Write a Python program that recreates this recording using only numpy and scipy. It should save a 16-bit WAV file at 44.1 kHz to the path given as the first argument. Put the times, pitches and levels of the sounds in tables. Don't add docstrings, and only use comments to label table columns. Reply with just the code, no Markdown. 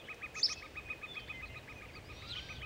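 import sys
import numpy as np
from scipy import signal
from scipy.fft import rfft, irfft
from scipy.io import wavfile
from scipy.ndimage import uniform_filter1d

SR = 44100
rng = np.random.default_rng(int(sys.argv[2]) if len(sys.argv) > 2 else 0)


def master_out(mix):
    frames = np.transpose(np.atleast_2d(mix))
    ceiling = np.clip(frames, -1, 1)
    pcm = np.round(ceiling * 32767).astype(np.int16)
    wavfile.write(sys.argv[1], SR, pcm)


N = 116865
T = np.arange(N) / SR

# frequency in Hz, relative level in dB.
HUSH_SPECTRUM = [(20,-15),(60,4),(120,-1),(200,-2),(480,-1.5),(700,-5.5),(1400,-13),(2500,-8.5),(3500,-16),(5000,-21.5),(8000,-26.5),(12000,-35),(15500,-28.5)]
RUMBLE_SPECTRUM = [(15,-16),(35,-21),(55,1.5),(75,-0.5),(125,-3),(180,-17.5),(400,-26),(2000,-70)]
TICK_SPECTRUM = [(500,-13),(3000,-6),(5500,-1),(8000,-5),(15000,-18)]
# time in seconds, level in dB.
RUMBLE_SWELLS = [(0,-67),(.77,-61),(.88,-53.5),(1.08,-72),(1.22,-56),(1.55,-54),(1.62,-57.5),(2.6,-51)]
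# frequency in Hz, gain in dB.
ECHO_SPECTRUM = [(500,-3),(1250,-6),(1700,-4),(2350,-7),(2510,1),(2750,-0.5),(3400,3),(5200,-13.5),(10000,-7)]

# time in seconds, pitch in Hz, level in dB.
NASAL_CALL = [(2.10,1152,-64),(2.18,1263,-59.5),(2.29,1385,-54.5),(2.38,1487,-54.5),(2.45,1599,-57),(2.52,1533,-57.5),(2.58,1530,-61),(2.62,1574,-71)]
# frequency in Hz, relative level in dB.
NASAL_HARMONIC_SPECTRUM = [(1230,-17),(1400,-5.5),(4700,-8)]
NASAL_HOARSE_SPECTRUM = [(1200,-36),(2300,-2.5),(3000,-7),(3300,-6),(3700,0),(4700,-6),(5400,-16),(9000,-33),(14000,-48)]
# start and length in seconds, first, middle
# and last pitch in Hz, level in dB, wobble as a share of the pitch.
FAR_NOTES = [(-.008,0.041,2480,2500,2520,-58,.004),(-.006,0.03,3880,3430,3060,-57.5,0.022),(0.038,.030,2980,3020,3630,-57.5,.015),(0.064,0.029,3650,3060,3050,-58,0.016),
             (0,0.45,479.6,464,440.6,-64,0.003),(0.391,0.03,6100,6130,6324,-47.5,0.0042),(0.513,0.025,4950,5490,6100,-41,0.019),(0.519,0.0323,2950,3300,3520,-55,.02),
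             (0.558,0.054,2600,2596,2536,-52,0.0012),(.572,0.035,5000,4660,4050,-57,.12),(0.851,0.093,2486,2488,2500,-50,0.0023),
             (1.137,0.026,4100,4374,4065,-61,0.096),(1.189,0.025,4020,4300,3962,-60.5,.1),(1.272,0.034,3800,4100,4020,-62,0.13),(1.27,0.057,3520,3484,3430,-60,0.0048),
             (1.331,0.084,2090,2070,2037,-49,0.0018),(1.325,.048,3050,3075,2960,-57.5,.003),
             (1.452,0.038,4190,4190,4000,-61,0.06),(1.471,0.1,2070,2090,2065,-58.5,.004),(1.492,0.069,2950,2770,2540,-59.5,0.05),(1.567,0.03,3700,4026,3730,-58,0.04),
             (1.688,0.055,4750,5170,6000,-72,.01),(1.735,0.071,5900,6100,5980,-74,.004),(1.753,0.056,2560,2470,2460,-53.5,0.0024),
             (1.88,0.035,2800,2410,2000,-58,0.045),(1.932,0.029,4590,4770,4700,-63,0.0056),
             (1.951,0.029,4800,4530,4170,-56.5,0.004),(2.15,.15,3600,3814,3920,-59.5,0.014),(2.286,0.013,4700,5400,5630,-58,0.066),(2.273,0.024,4910,4760,4380,-56,.04),
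             (2.551,0.032,3980,3447,3220,-54.5,0.034),(2.587,.029,2990,3033,3570,-56.5,0.016),
             (2.613,0.028,3490,3040,3030,-52,0.014)]
# time in seconds, pitch in Hz, level in dB.
FALLING_WHISTLE = [(1.06,3580,-73),(1.085,3550,-55),(1.118,3505,-48.5),(1.145,3360,-58.5),(1.17,3305,-57),(1.20,3113,-56),(1.25,3060,-59.5),(1.28,3010,-79)]
RISING_WHISTLES = [
    [(2.03,4190,-76),(2.06,4890,-65),(2.09,5010,-67),(2.12,5296,-83),(2.135,5580,-69),(2.18,5680,-66),(2.21,6400,-75)],
    [(2.34,5460,-79),(2.37,5560,-66),(2.42,5637,-69),(2.47,5600,-70),(2.505,5920,-64),(2.535,5814,-63.5),(2.57,6160,-80)],
]
WARBLE_SYLLABLES = [
    [(2.290,2910,-66),(2.297,3855,-46),(2.305,4120,-46.5),(2.322,3850,-42),(2.328,3400,-46),(2.340,3150,-40.5),(2.346,3170,-57)],
    [(2.350,2798,-60),(2.356,2999,-45),(2.368,2990,-43.5),(2.376,3240,-43),(2.381,3545,-48.5),(2.388,3120,-42),(2.394,2950,-45),(2.400,3040,-43),(2.405,2400,-58)],
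]

# time in seconds, pitch in Hz, level in dB.
CHIP_UPPER = [(.410,3568,-63),(.416,3504,-50),(.423,3550,-50),(.429,3980,-43.5),(.433,4723,-25),(.439,5080,-29),(.444,5310,-26.5),
              (.451,5400,-29.5),(.458,5284,-28.5),(.463,4960,-29.5),(.466,3980,-41.5),(.470,3600,-51),(.475,3270,-65)]
CHIP_LOWER = [(.428,4200,-48),(.434,4540,-29),(.440,4760,-34),(.450,4860,-41),(.459,4780,-32),(.464,4390,-41),(.467,4170,-65)]
OPENING_BUZZ = [(.342,7270,-77),(.349,7000,-60),(.362,6360,-58.5),(.385,6250,-50.5),(.402,6364,-48),(.412,6800,-60),(.421,7010,-53),(.427,7000,-60)]
CLOSING_BUZZ = [(.462,5320,-50),(.469,5220,-45),(.480,5200,-48.5),(.494,5350,-42.5),(.510,5650,-48),(.526,6210,-46.5),(0.539,6560,-52.5),(.548,6800,-70)]
# frequency in Hz, relative level in dB.
BUZZ_HISS_SPECTRUM = [(2500,-25),(3500,-4.5),(4500,-1.5),(5800,-5),(7200,-23),(8200,-22),(10500,-20),(12000,-44)]

# crest time in seconds, crest pitch in Hz, then levels in dB, before the
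YELP_RUN = [(.110,1280,-52.5,-45.5,-44,-46),(.244,1265,-52,-44.5,-41,-44.5),(.376,1286,-50,-43.5,-43,-43),(.512,1274,-50.5,-45.5,-45,-46),
            (.646,1269,-52,-48,-58.5,-49),(.781,1267,-53,-48.5,-41,-48.5),(.912,1267,-53.5,-49.5,-37.5,-47.5),(1.043,1266,-53,-48.5,-41.5,-51),
            (1.176,1265,-54.5,-48.5,-39,-52),(1.308,1265,-55,-50.5,-41,-53),(1.439,1274,-53.5,-50,-44,-50.5),(1.570,1261,-54.5,-50,-47.5,-52),
            (1.706,1265,-56.5,-48.5,-51.5,-50.5),(1.839,1256,-56.5,-48,-60,-50),(1.971,1278,-56.5,-50.5,-55,-55),(2.108,1264,-57.5,-55,-52,-55),
            (2.244,1262,-55.5,-53.5,-62,-60),(2.377,1262,-57,-51,-49,-49),(2.511,1263,-55,-49.5,-45.5,-49.5),(2.641,1267,-53.5,-48,-45,-47)]
# seconds from the crest, share of the crest pitch, gain in dB.
YELP_ARCH = [(-.037,0.57,-23),(-.030,0.63,-12),(-.024,0.68,-4.5),(-.019,0.85,-0.5),(-.013,0.935,-1),(-.006,1,0),(0,0.99,0),
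             (.007,0.987,0),(0.015,.94,-1),(.019,0.83,-2.5),(0.023,0.73,-8.5),(.033,0.55,-27.5)]
# time in seconds, level in dB before the arch shapes it.
YELP_THIRD = [(.1,-69),(.8,-62.5),(1.1,-67),(1.8,-71)]

CLEAR_WOBBLE, RASP_WOBBLE = .0019, .0712


def from_db(db):
    return 10 ** (np.asarray(db) / 20)


def at_hz(spectrum, hz):
    freqs, db = np.transpose(spectrum)
    return np.interp(np.log(np.maximum(hz, 1)), np.log(freqs), db)


def coloured(x, spectrum):
    bin_hz = np.arange(N + 1) * SR / (2 * N)
    return irfft(rfft(x, 2 * N) * from_db(at_hz(spectrum, bin_hz)))[:N]


def noise(spectrum):
    x = coloured(rng.standard_normal(N), spectrum)
    return x / x.std()


def tremble(size=45):
    x = uniform_filter1d(uniform_filter1d(rng.standard_normal(N), size), size)
    return x / x.std()


def gesture(rows, size=90):
    s, hz, db = np.transpose(rows)
    gain = from_db(np.interp(T, s, db)) * (T > s[0]) * (T < s[-1])
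    return uniform_filter1d(np.interp(T, s, hz), size), uniform_filter1d(gain, size // 2)


def phase_of(hz, wobble):
    return 2 * np.pi * np.cumsum(hz * (1 + wobble * tremble())) / SR


def whistle(hz, gain, wobble, octave_db=-37):
    phase = phase_of(hz, wobble)
    octave = from_db(octave_db) * (hz < 5600) * np.sin(2 * phase)
    return np.sqrt(2) * gain * (np.sin(phase) + octave)


def garden_air(hush_db=-54.5):
    rumble_db = np.interp(T, *np.transpose(RUMBLE_SWELLS))
    return from_db(hush_db) * noise(HUSH_SPECTRUM) + from_db(rumble_db) * noise(RUMBLE_SPECTRUM)


def tick(start_s=.144, db=-56.5, decay_s=.003):
    envelope = (T > start_s) * np.exp(-abs(T - start_s) / decay_s)
    return from_db(db) * noise(TICK_SPECTRUM) * envelope


def tree_echo(x, send_db=-11, t60_s=.68, delay_s=.0097):
    response = rng.standard_normal(N) * from_db(-60 * T / t60_s) * (T > delay_s)
    response /= np.sqrt(np.sum(response ** 2))
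    return from_db(send_db) * coloured(signal.fftconvolve(x, response)[:N], ECHO_SPECTRUM)


def nasal_call(split_db=-6, hiss_db=-4):
    hz, gain = gesture(NASAL_CALL)
    phase = phase_of(hz, wobble=.011)
    tone = sum(from_db(at_hz(NASAL_HARMONIC_SPECTRUM, k * hz)) * np.sin(k * phase) for k in (1, 2, 3))
    for thirds in (5, 7, 8, 10, 11, 13, 14):
        split_hz = thirds * hz / 3
        split_gain = from_db(split_db + at_hz(NASAL_HOARSE_SPECTRUM, split_hz))
        tone += split_gain * np.sin(phase_of(split_hz, wobble=.017))
    return gain * (np.sqrt(2) * tone + from_db(hiss_db) * noise(NASAL_HOARSE_SPECTRUM))


def far_birds(attack_share=.19, release_s=.0073):
    out = whistle(*gesture(FALLING_WHISTLE), CLEAR_WOBBLE)
    for rows in RISING_WHISTLES:
        out += whistle(*gesture(rows), wobble=.003)
    for start, length, first, middle, last, db, wobble in FAR_NOTES:
        progress = np.clip((T - start) / length, 0, 1)
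        bend = np.polyfit([0, .5, 1], [first, middle, last], 2)
        attack = np.minimum(progress / attack_share, 1)
        release = np.clip((start + length - T) / release_s, 0, 1)
        out += whistle(np.polyval(bend, progress), from_db(db) * attack * release, wobble, octave_db=-30)
    return out


def warble(flutter_hz=190, flutter_depth=.45, rasp_db=-13):
    out = np.zeros(N)
    for rows in WARBLE_SYLLABLES:
        hz, gain = gesture(rows)
        gain *= 1 + flutter_depth * np.sin(phase_of(flutter_hz, wobble=.199))
        out += whistle(hz, gain, wobble=.0181, octave_db=-26)
        out += whistle(hz, gain * from_db(rasp_db), RASP_WOBBLE)
    return out


def songbird_chip(rasp_ratio=.96, rasp_db=-17):
    hz, gain = gesture(CHIP_UPPER)
    upper = whistle(hz, gain, CLEAR_WOBBLE)
    lower = whistle(*gesture(CHIP_LOWER), CLEAR_WOBBLE)
    octave = whistle(2 * hz, from_db(-54) * np.cbrt(gain), CLEAR_WOBBLE)
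    rasp = whistle(hz * rasp_ratio, gain * from_db(rasp_db), wobble=.03, octave_db=-28)
    return upper + lower + octave + rasp


def songbird_buzzes(pulse_hz=480, pitch_swing=.022, depth=.5, rasp_ratio=.87, rasp_db=-3.5, hiss_db=-6.5):
    out = np.zeros(N)
    for rows in (OPENING_BUZZ, CLOSING_BUZZ):
        hz, gain = gesture(rows)
        pulse = np.sin(phase_of(pulse_hz, wobble=.25))
        hz *= 1 + pitch_swing * pulse
        gain *= 1 + depth * pulse
        out += whistle(hz, gain, wobble=.013)
        out += whistle(hz * rasp_ratio, gain * from_db(rasp_db), RASP_WOBBLE, octave_db=-33)
        out += gain * from_db(hiss_db) * noise(BUZZ_HISS_SPECTRUM)
    return out


def yelps(flank_pitch_drop=.12, flank_roughness=.32, shimmer_db=.5):
    out = np.zeros(N)
    octave_times_s = [-.015, -.0055, .0055, .015]
    sine_jitter, cosine_jitter = tremble(size=70), tremble(size=70)
    third_db = np.interp(T, *np.transpose(YELP_THIRD))
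    for crest_s, crest_hz, fundamental_db, rise_db, crest_db, fall_db in YELP_RUN:
        hz, gain = gesture([(crest_s + dt, crest_hz * share, db) for dt, share, db in YELP_ARCH])
        on = gain > 1e-9
        phase = phase_of(hz, wobble=.002)[on]
        flank = (1 - hz[on] / crest_hz) / flank_pitch_drop
        fundamental = from_db(fundamental_db) * np.exp(-flank ** 2) * np.sin(phase)
        rough = flank_roughness * np.clip(flank, 0, 1)
        grit = sine_jitter[on] * np.sin(2 * phase) + cosine_jitter[on] * np.cos(2 * phase)
        octave_db = np.interp(T[on] - crest_s, octave_times_s, [rise_db, crest_db, crest_db, fall_db])
        octave = from_db(octave_db) * (np.sin(2 * phase) + rough * grit) / np.sqrt(1 + 2 * rough ** 2)
        third = from_db(third_db[on]) * np.sin(3 * phase)
        out[on] += np.sqrt(2) * gain[on] * (fundamental + octave + third)
    return out * from_db(shimmer_db * tremble(size=150))


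def scene():
    birds = yelps() + songbird_chip() + songbird_buzzes() + warble() + far_birds() + nasal_call()
    lingering = from_db(3) * tree_echo(whistle(*gesture(FALLING_WHISTLE), wobble=.016))
    return (birds + tree_echo(birds) + lingering + tick() + garden_air())[None]


def record(dry, cutoff_hz=15750):
    return signal.sosfilt(signal.ellip(12, .1, 70, cutoff_hz, fs=SR, output="sos"), dry)


dry = scene()
out = record(dry)
master_out(out)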